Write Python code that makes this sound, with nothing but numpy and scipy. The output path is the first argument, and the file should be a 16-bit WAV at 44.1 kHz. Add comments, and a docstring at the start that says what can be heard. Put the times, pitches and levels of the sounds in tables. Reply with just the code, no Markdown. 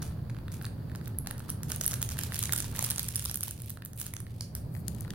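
"""Kitten wrestling a foil-winged toy

Close up, a kitten tugs a dangled toy on a rug. Each tug buckles the foil wings in sharp, ringing
snaps over a finer crackle, and swings slide them together in a swish. Claws tap the toy and ping its
plastic core, paws knock its stuffed body, fur scuffs on toy and rug. A small living room answers,
with ventilation rumble and a faint hiss behind."""
import sys
import numpy as np
from scipy import signal
from scipy.fft import rfft, irfft, next_fast_len
from scipy.io import wavfile
from scipy.ndimage import map_coordinates

SR = 44100
rng = np.random.default_rng(int(sys.argv[2]) if len(sys.argv) > 2 else 0)


def file_out(sig):
    """Save sig as 16-bit WAV at sys.argv[1]."""
    # one column per channel
    cols = np.atleast_2d(sig).T
    # limit, then scale
    lim = np.clip(cols, -1, 1)
    pcm = np.round(lim * 32767).astype(np.int16)
    wavfile.write(sys.argv[1], SR, pcm)


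N = 227051

# fader ride on the ventilation: t/s, level/dB
VENT_RIDE = [(0, -34.5), (0.25, -38), (1.0, -36.5), (1.35, -38.5), (1.62, -36.5), (2.7, -37.5), (2.85, -40),
             (3.8, -43.5), (4.1, -43.5), (4.5, -40.5), (4.56, -38), (5.15, -36.5)]
# ventilation rumble EQ: f/Hz, level/dB
RUMBLE_EQ = [(12, -35), (22, -4.5), (33, -40), (53, -15), (66, -1.5), (86, -5), (108, 1), (135, -5.5),
             (162, -4.5), (180, -11.5), (210, -12.5), (340, -22.5), (600, -30.5), (1000, -57.5)]
# ventilation hiss EQ: f/Hz, level/dB
HISS_EQ = [(290, -13), (550, -1.5), (850, -4.5), (1300, -11), (1750, -16), (2050, -18.5), (3600, -26),
           (4650, -15.5), (5600, -31), (7500, -40), (9800, -23), (15500, -21)]
# ventilation tones: f/Hz, level/dB
HUM_TONES = [(118.4, -45), (193.8, -60.5)]
# how alike the ambience is left and right: f/Hz, correlation
STEREO_LIKENESS = [(60, 0.98), (140, 0.99), (260, 0.81), (500, 0.5), (1200, 0), (3000, 0)]
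# pan of the action: t/s, left minus right/dB
PAN = [(0, -1.5), (1.2, -3), (2, -3), (3, -4), (4.4, -2.5), (4.56, -3), (4.88, 12), (5.15, 1)]
# tugs crumpling the foil: t/s, hold/s, level/dB
FOIL_TUGS = [(0.022, .03, -54), (0.519, 0.023, -53.5), (0.606, 0.027, -59), (1.037, 0.031, -63),
             (1.251, 0.054, -61), (1.383, .07, -62.5), (1.476, 0.027, -56), (1.625, .06, -62),
             (1.685, 0.062, -50.5), (1.802, 0.13, -49), (2.01, 0.035, -51), (2.096, 0.017, -43.5),
             (2.17, 0.078, -45.5), (2.31, 0.16, -45.5), (2.519, 0.12, -45.5), (2.661, 0.13, -54),
             (2.749, 0.069, -43.5), (2.83, 0.078, -44.5), (2.96, 0.093, -48.5), (3.095, 0.055, -50),
             (3.161, 0.12, -47.5), (3.402, 0.097, -51), (3.561, 0.15, -57), (3.973, 0.094, -52),
             (4.126, 0.058, -77), (4.27, 0.17, -66), (4.54, 0.018, -60.5), (4.85, 0.19, -61.5)]
# fine foil crackle EQ: f/Hz, level/dB
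CRACKLE_EQ = [(500, -33), (1500, -17), (2300, -1.5), (3500, -0.5), (7500, -5.5), (9700, -0.5), (12000, -2),
              (15500, -6)]
# fur and claws scuffing toy and rug: t/s, level/dB
SCUFF_RIDE = [(0, -52), (0.35, -61), (0.62, -56), (0.8, -58), (1.15, -57), (1.3, -53.5), (1.6, -56.5),
              (1.75, -55), (2.3, -49), (2.5, -56), (2.66, -56), (2.78, -43), (3.0, -52.5), (3.45, -68),
              (3.7, -82), (4.05, -58), (4.3, -80), (5.15, -58)]
# scuff EQ: f/Hz, level/dB
SCUFF_EQ = [(200, 13), (500, 11.5), (900, 16), (1750, 12.5), (2200, -1), (4500, 4), (7000, -39),
            (16000, -17)]
# featured creases snapping through: t/s, ring level/dB, crack level/dB, ring f/Hz
FOIL_SNAPS = [(0.02, -44, -44, 10000), (0.028, -38.5, -43.5, 10300), (0.078, -50, -55, 15200),
              (0.2973, -57, -62, 10700), (0.519, -45, -49.5, 11900), (0.524, -42.5, -52, 12600),
              (0.543, -44, -50, 13400), (0.625, -42, -58, 11300), (0.6651, -40.5, -61, 8500),
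              (0.9589, -46, -47, 13300), (1.0789, -40, -51.5, 15200), (1.1868, -25.5, -53, 10900),
              (1.273, -36.5, -47, 10200), (1.3106, -33.5, -56, 9900), (1.381, -46, -51, 9900),
              (1.395, -44, -53, 9400), (1.496, -42, -40, 10200), (1.502, -26.5, -43.5, 10300),
              (1.633, -36, -40, 11200), (1.701, -35, -43, 8900), (1.7188, -30, -30.5, 10400),
              (1.7616, -30.5, -50, 9200), (1.8117, -27.5, -31.5, 9900), (1.815, -36, -36, 12100),
              (1.8379, -34, -38, 9600), (1.844, -34, -37, 12100), (1.8559, -40, -37, 9200),
              (1.8637, -18.5, -59, 10900), (1.879, -22.5, -34, 10300), (1.912, -34, -36.5, 10300),
              (1.9183, -38, -36, 10200), (1.933, -37, -42, 12200), (1.94, -27.5, -35, 9700),
              (2.0172, -35, -34.5, 9600), (2.0278, -24.5, -31.5, 12800), (2.0906, -39, -34.5, 8400),
              (2.112, -43, -42, 14500), (2.1208, -44, -40, 10300), (2.19, -28.5, -35.5, 11170),
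              (2.2358, -31.5, -34.5, 11500), (2.3444, -34, -35, 8660), (2.358, -35, -37, 8900),
              (2.3916, -25.5, -37, 9400), (2.4282, -28, -32, 10100), (2.4377, -29, -32, 10200),
              (2.456, -34.5, -32.5, 8800), (2.524, -25, -28, 9700), (2.5323, -26, -31, 13900),
              (2.5356, -24.5, -32, 10400), (2.5624, -28, -34, 9400), (2.5789, -27, -44, 9900),
              (2.587, -33, -37, 9700), (2.6034, -30, -31, 11380), (2.644, -55, -38, 10200),
              (2.763, -38, -42, 12200), (2.792, -28.5, -28.5, 12700), (2.8263, -27, -35, 10250),
              (2.8421, -27, -35, 9550), (2.8465, -26.5, -31.5, 9600), (2.864, -31, -43, 10300),
              (2.9027, -25.5, -34.5, 9100), (2.9082, -24.5, -33, 10000), (2.9157, -34, -35, 9400),
              (2.9608, -36, -38, 9030), (2.982, -31.5, -31.5, 9720), (2.9949, -25.5, -31, 14200),
              (3.0305, -31.5, -47, 9000), (3.0851, -31, -42, 12500), (3.088, -31, -35.5, 9600),
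              (3.158, -23.5, -33, 10100), (3.1642, -27, -42, 9500), (3.1953, -32.5, -36.5, 9700),
              (3.224, -40, -41, 9400), (3.243, -34, -56, 13800), (3.2525, -28.5, -40, 9600),
              (3.2576, -31.5, -32, 10000), (3.2969, -37, -34.5, 10200), (3.3134, -31, -39, 11630),
              (3.344, -29.5, -37, 9700), (3.3578, -25.5, -42.5, 13900), (3.373, -34, -46, 13200),
              (3.4083, -31, -41.5, 12600), (3.4317, -34, -37, 9600), (3.4356, -25.5, -40.5, 12800),
              (3.4818, -33.5, -44, 14900), (3.51, -32.5, -42.5, 9700), (3.62, -38, -54, 10500),
              (3.661, -44, -65, 12560), (3.697, -35, -51, 11430), (3.7036, -33.5, -46, 14200),
              (3.8507, -34.5, -55, 14000), (3.8594, -40.5, -46.5, 10200), (3.9333, -47, -52, 11340),
              (4.0, -31, -50, 9900), (4.0146, -32.5, -37.5, 10100), (4.0657, -34.5, -42.5, 9900),
              (4.1384, -34, -45, 10100), (4.1666, -42, -38.5, 9800), (4.2034, -36.5, -55, 9800),
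              (4.5519, -31, -42, 11400), (4.8821, -30, -35, 9500), (4.9486, -47, -51, 10100),
              (5.0082, -35, -49.5, 9100)]
# a snap's top layer, the bright ring: f/Hz, level/dB
RING_EQ = [(3000, -63), (7000, -16), (9000, 4.5), (12000, 3), (15500, 0)]
# a snap's middle layer, the crack: f/Hz, level/dB
CRACK_EQ = [(900, -25), (2300, -7.5), (3400, -0.5), (7500, 1), (9500, 1.5), (14000, -50.5)]
# a snap's low layer, the sheet's dull flex: f/Hz, level/dB
FLEX_EQ = [(200, -7), (600, -7.5), (1100, -1.5), (1700, 6.5), (2200, -4.5), (3200, -7.5), (6000, -52.5)]
# claws and teeth tapping the toy, duller than a snap: t/s, level/dB
CLAW_TAPS = [(0.024, -47), (0.2985, -50), (0.3476, -54.5), (0.3671, -53.5), (0.3872, -54.5),
             (0.4819, -47.5), (0.614, -47), (0.6456, -44.5), (0.6662, -47.5), (0.898, -55), (0.917, -54),
             (0.951, -45.5), (1.013, -53), (1.074, -49.5), (1.2615, -50), (1.272, -42.5), (1.306, -49),
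             (1.3106, -41), (1.404, -48.5), (1.4915, -45.5), (1.705, -43.5), (1.7228, -44), (1.9336, -44.5),
             (2.1706, -47), (2.1894, -40), (2.3217, -39), (2.494, -37), (2.535, -37.5), (2.7522, -45.5),
             (2.7915, -42), (3.773, -49.5), (3.8221, -47.5), (4.1374, -45.5), (4.2033, -55.5),
             (4.2672, -53.5), (4.565, -55), (4.751, -49.5), (4.766, -54), (5.049, -52), (5.0792, -52),
             (5.105, -48), (5.136, -51.5)]
# claws pinging the hard plastic core: t/s, level/dB, f/Hz
CORE_CLICKS = [(0.0243, -47, 5050), (0.3028, -55.5, 4440), (0.653, -39.5, 4360), (1.0584, -49, 3700),
               (1.272, -39, 4700), (4.4092, -34, 4700), (5.1056, -40, 4010)]
# reverb send, lower when the toy is near: t/s, level/dB
ROOM_SEND = [(0, -8), (1.2, -11.5), (2, -9.5), (3.4, -10), (4.15, -10.5), (4.45, -6), (4.85, -15.5),
             (5.15, -15)]
# room decay: f/Hz, t60/s
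ROOM_DECAY = [(300, 0.04), (2000, 0.46), (5000, 0.27), (10000, 0.26), (16000, 0.19)]
# the toy swung through the air: peak t/s, half width/s, level/dB
TOY_SWINGS = [(0.553, 0.03, -61), (4.008, 0.034, -40.5), (4.77, 0.041, -51.5)]
# EQ of the wings sliding over each other: f/Hz, level/dB
SWISH_EQ = [(2000, -53), (6000, -6), (10000, 8), (15500, 6)]
# paws knocking the toy's body: t/s, level/dB, f/Hz
PAW_KNOCKS = [(1.271, -34.5, 800), (1.3117, -46, 900), (1.813, -42, 655), (1.925, -40, 700),
              (2.643, -39, 980), (2.825, -32, 760), (3.296, -40.5, 868), (3.312, -42, 676),
              (3.478, -40.5, 920)]

TOP_HZ = 15950  # band limit of the mix
TUG_ATTACK_S, RELAX_DB_PER_S = .015, 230  # the foil tightens quickly and relaxes more slowly
RESTING_DB, SLACK_DB = -90, -62  # strain of the hanging toy; strain needed for small snaps
SMALL_PER_S, SMALL_SCATTER_DB = 45, 2  # small snaps: rate while tugged, level spread
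SMALL_RING_DB, SMALL_CRACK_DB = 4.5, -5  # their ring against the strain, crack against the ring
RING_HZ, RING_SCATTER = 10500, 0.14  # the foil's usual ring; log spread among small snaps
CRACK_HZ, CRACK_SCATTER, CRACK_PEAK_DB = 6310, 0.11, 6.5  # crack resonance: pitch, log spread, height
FLEX_DB, TYPICAL_CRACK_DB = -51.5, -40  # the flex that goes with a typical crack
FLEX_GROWS, FLEX_SCATTER = 0.84, 0.12  # dB of flex per dB of crack; log pitch spread across the toy
TAP_RING_DB, TAP_CRACK_DB = -5, -5  # against the tap's flex
TAP_HZ, TAP_PEAK_DB = 4160, 13  # a tap's resonance
CLICK_RING_DB, CLICK_FLEX_DB, CLICK_PEAK_DB = -3, -15.5, 8.5  # two layers against the ping; its height


def amp(db):
    """Decibels to gain."""
    return 10 ** (np.asarray(db) / 20)


def unit(x):
    """Scale to rms 1."""
    return x / np.sqrt(np.mean(x ** 2) + 1e-20)


def along(points, hz):
    """Read (f/Hz, value) points on a log axis."""
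    f, values = np.transpose(points)
    return np.interp(np.log(hz + 1), np.log(f + 1), values)


def ride(points):
    """An automation lane: (t/s, value) points to one value per sample."""
    return np.interp(np.arange(N) / SR, *np.transpose(points))


def wobble(rate):
    """A smooth random curve, rate knots a second."""
    return map_coordinates(rng.standard_normal(int(N * rate / SR) + 4), [np.arange(N) * rate / SR])


def filtered(x, response):
    """Filter x by a gain given as a function of frequency."""
    size = next_fast_len(N + SR // 2)
    return irfft(rfft(x, size) * response(np.fft.rfftfreq(size, 1 / SR)), size)[..., :N]


def coloured(x, eq):
    """x through an EQ curve, at rms 1."""
    return unit(filtered(x, lambda hz: amp(along(eq, hz))))


def minimum_phase(gain):
    """The response with this gain that starts at once and rings afterwards."""
    cepstrum = irfft(np.log(gain + 1e-6))
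    half = cepstrum.shape[-1] // 2
    return np.exp(rfft(cepstrum * np.r_[1, np.full(half - 1, 2), 1, np.zeros(half - 1)]))


def resonance(hz, centre_hz, width_hz, peak_db):
    """A bell boost, in dB."""
    return 10 * np.log10(1 + amp(2 * peak_db) / (1 + ((hz - centre_hz) / width_hz) ** 2) ** 2)


def panned(x):
    """Pan x after the action at constant power."""
    lean_db = ride(PAN)
    return x * amp([lean_db / 2, -lean_db / 2]) / np.sqrt((amp(lean_db) + amp(-lean_db)) / 2)


def diffuse(eq):
    """Noise of rms 1, near mono in the bass and wide in the treble."""
    def mid_side_gain(hz):
        width = np.arccos(np.clip(along(STEREO_LIKENESS, hz), -1, 1)) / 2
        return amp(along(eq, hz)) * [np.cos(width), np.sin(width)]

    mid, side = filtered(rng.standard_normal((2, N)), mid_side_gain)
    return unit(np.array([mid + side, mid - side]))


def grains(rate, spread_db, t60, size=256):
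    """Stereo ticks at random moments and of random sizes, each with a short noisy shiver."""
    ticks = (rng.random(N) < rate / SR) * rng.choice([-1, 1], N)
    ticks = ticks * amp(spread_db * np.clip(rng.standard_normal(N), -2, 2))
    shiver = rng.standard_normal((2, size)) * amp(-60 * np.arange(size) / SR / t60)
    envelope = np.sqrt(abs(signal.fftconvolve(ticks[None] ** 2, shiver ** 2, axes=1)[:, :N]))
    return unit(unit(ticks) + unit(envelope * rng.standard_normal((2, N))))


def ventilation(rumble_db, hum_db, hiss_db):
    """The bed: air rumble, two wavering tones and hiss, all dipping and swelling together."""
    t, level_db = np.arange(N) / SR, ride(VENT_RIDE)
    swell_db = level_db - np.median(level_db)
    tones = sum(amp(db) * np.sqrt(2) * np.sin(2 * np.pi * hz * t + 0.85 * wobble(6))
                for hz, db in HUM_TONES)
    hum = amp(swell_db + hum_db) * tones
    rumble = amp(level_db + rumble_db) * diffuse(RUMBLE_EQ)
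    hiss = amp(swell_db + hiss_db) * diffuse(HISS_EQ)
    return (rumble + hum + hiss) * amp([[-.5], [.5]])  # leans slightly right


def strain():
    """How hard the foil is crumpled, in dB: every tug rises, holds and relaxes."""
    t, tugs = np.arange(N) / SR, []
    for s, hold, db in FOIL_TUGS:
        attack = np.clip((t - s) / TUG_ATTACK_S + .5, 0, 1)
        tugs.append(attack * amp(db - RELAX_DB_PER_S * np.maximum(t - s - hold, 0)))
    return 20 * np.log10(np.max(tugs, axis=0) + amp(RESTING_DB))


def rustle(crackle_db, scuff_db):
    """Tiny creases crackle in the strained foil while fur and claws catch on fibres."""
    crackle = coloured(grains(rate=240, spread_db=1.5, t60=0.023), CRACKLE_EQ)
    scuff = coloured(grains(rate=370, spread_db=4, t60=0.0072), SCUFF_EQ)
    return panned(amp(strain() + crackle_db) * crackle + amp(ride(SCUFF_RIDE) + scuff_db) * scuff)


def crease(s, ring_db, crack_db, ring_hz):
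    """Cue for one crease giving way: the harder it cracks, the more the sheet flexes."""
    flex_db = FLEX_DB + FLEX_GROWS * (crack_db - TYPICAL_CRACK_DB)
    crack_hz = CRACK_HZ * np.exp(CRACK_SCATTER * rng.standard_normal())
    return s, ring_db, crack_db, flex_db, ring_hz, crack_hz, CRACK_PEAK_DB


def hit_cues(count=400):
    """Snaps, taps and clicks: t/s, ring/dB, crack/dB, flex/dB, ring f/Hz, crack f/Hz, crack peak/dB."""
    cues = [crease(*row) for row in FOIL_SNAPS]
    cues += [(s, db + TAP_RING_DB, db + TAP_CRACK_DB, db, RING_HZ, TAP_HZ, TAP_PEAK_DB)
             for s, db in CLAW_TAPS]
    cues += [(s, db + CLICK_RING_DB, db, db + CLICK_FLEX_DB, RING_HZ, hz, CLICK_PEAK_DB)
             for s, db, hz in CORE_CLICKS]
    # small random snaps fill in wherever the foil is taut
    times = (np.arange(count) + rng.random(count)) / SMALL_PER_S
    strains = np.interp(times, np.arange(N) / SR, strain(), right=RESTING_DB)
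    for s, db, (strength, bite, pitch) in zip(times, strains, rng.standard_normal((count, 3))):
        ring_db = db + SMALL_RING_DB + SMALL_SCATTER_DB * strength
        crack_db = ring_db + SMALL_CRACK_DB + SMALL_SCATTER_DB * bite
        small_snap = crease(s, ring_db, crack_db, RING_HZ * np.exp(RING_SCATTER * pitch))
        if db > SLACK_DB:
            cues.append(small_snap)
    return cues


def snaps_and_taps(crack_db, flex_db, lead_in, rise_s, shiver, t60, size=640, max_hits=512):
    """One kick and a brief shiver of the sheet excite a ring, a crack and a dull flex."""
    lead, body_samples = size // 5, 120  # a layer's level is its rms as if spread over body_samples
    t, hz = (np.arange(size) - lead) / SR, np.fft.rfftfreq(size, 1 / SR)
    # each hit has a faint, short swell of noise before its sharp attack
    envelope = np.where(t < 0, lead_in * amp(-60 * abs(t) / rise_s), shiver * amp(-60 * abs(t) / t60))
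    out = np.zeros((2, N + 2 * size))
    for cue, noise in zip(hit_cues(), rng.standard_normal((max_hits, 3, size))):
        s, ring, crack, flex, ring_hz, crack_hz, peak_db = cue
        kick = (t == 0) + envelope * (noise[0] + noise[1:])  # centre noise plus one for each side
        # a facet that flips alone, with little crack from the sheet, rings purer
        purity_db = 4 + 1.3 * max(ring - crack - 16, 0)
        ring_eq = along(RING_EQ, hz) + resonance(hz, ring_hz, width_hz=1050, peak_db=purity_db)
        crack_eq = along(CRACK_EQ, hz) + resonance(hz, crack_hz, width_hz=740, peak_db=peak_db)
        flex_eq = along(FLEX_EQ, hz * np.exp(FLEX_SCATTER * rng.standard_normal()))
        spectrum = 0
        for eq, db in [(ring_eq, ring), (crack_eq, crack + crack_db), (flex_eq, flex + flex_db)]:
            layer = rfft(kick) * minimum_phase(amp(eq))
            energy = np.sum(abs(layer[:, hz < TOP_HZ]) ** 2, axis=1, keepdims=True) * 2 / size
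            spectrum = spectrum + amp(db) * layer * np.sqrt(body_samples / energy)
        lag_s = .95 / SR * np.interp(s, *np.transpose(PAN))  # the far side hears it later
        for channel, wave, delay in zip(out, irfft(spectrum), (-lag_s / 2, lag_s / 2)):
            start = max(round((s + delay) * SR) - lead, 0)
            channel[start:start + size] += wave
    return panned(out[:, :N])


def room(x, tails=6, switches_per_s=20, onset_s=.012):
    """The rug swallows the first bounce; walls answer after a gap. Rotating tails suggest movement."""
    send = x * amp(ride(ROOM_SEND))
    active_tail = np.floor(np.arange(N) / SR * switches_per_s) % tails
    out = np.zeros((2, N))
    for k in range(tails):
        hz, age, noise = signal.stft(rng.standard_normal((2, SR // 2)), SR, nperseg=256)
        decay = amp(-60 * age / along(ROOM_DECAY, hz)[:, None])
        tail = signal.istft(noise * decay, SR, nperseg=256)[1]
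        tail *= np.clip(np.arange(tail.shape[1]) / SR / onset_s * 2 - 1, 0, 1)  # pre-delay, fade-in
        tail /= np.linalg.norm(tail[0])
        out += signal.fftconvolve(send * (active_tail == k), tail, axes=1)[:, :N]
    return out


def swishes():
    """Each swing slides the wings over each other in an airy swish of very fine ticks."""
    t = np.arange(N) / SR
    level = sum(amp(db) * np.exp(-((t - s) / half_width) ** 2) for s, half_width, db in TOY_SWINGS)
    return panned(level * coloured(grains(rate=2200, spread_db=11, t60=0.0085), SWISH_EQ))


def paw_knocks(gain_db, t60, attack_s=0.0011, size=2048):
    """The stuffed body gives a hollow knock that dies within a few cycles."""
    t, out = np.arange(size) / SR, np.zeros(N + size)
    envelope = (1 - np.exp(-t / attack_s)) * amp(-60 * t / t60)
    for s, db, hz in PAW_KNOCKS:
        out[round(s * SR):][:size] += amp(db + gain_db) * envelope * np.sin(2 * np.pi * hz * t)
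    return panned(out[:N])


def scene():
    """The mix: the toy up front, its room reverb, the ventilation bed underneath."""
    toy = snaps_and_taps(crack_db=1.5, flex_db=4.0, lead_in=.07, rise_s=0.0061, shiver=.085, t60=.009)
    toy += paw_knocks(gain_db=8.5, t60=0.011)
    toy += rustle(crackle_db=0.5, scuff_db=-5.5)
    toy += swishes()
    return toy + room(toy) + ventilation(rumble_db=-0.5, hum_db=-1.5, hiss_db=-58.0)


def record(dry):
    """A brick-wall low-pass on the master."""
    return filtered(dry, lambda hz: hz < TOP_HZ)


dry = scene()
out = record(dry)
file_out(out)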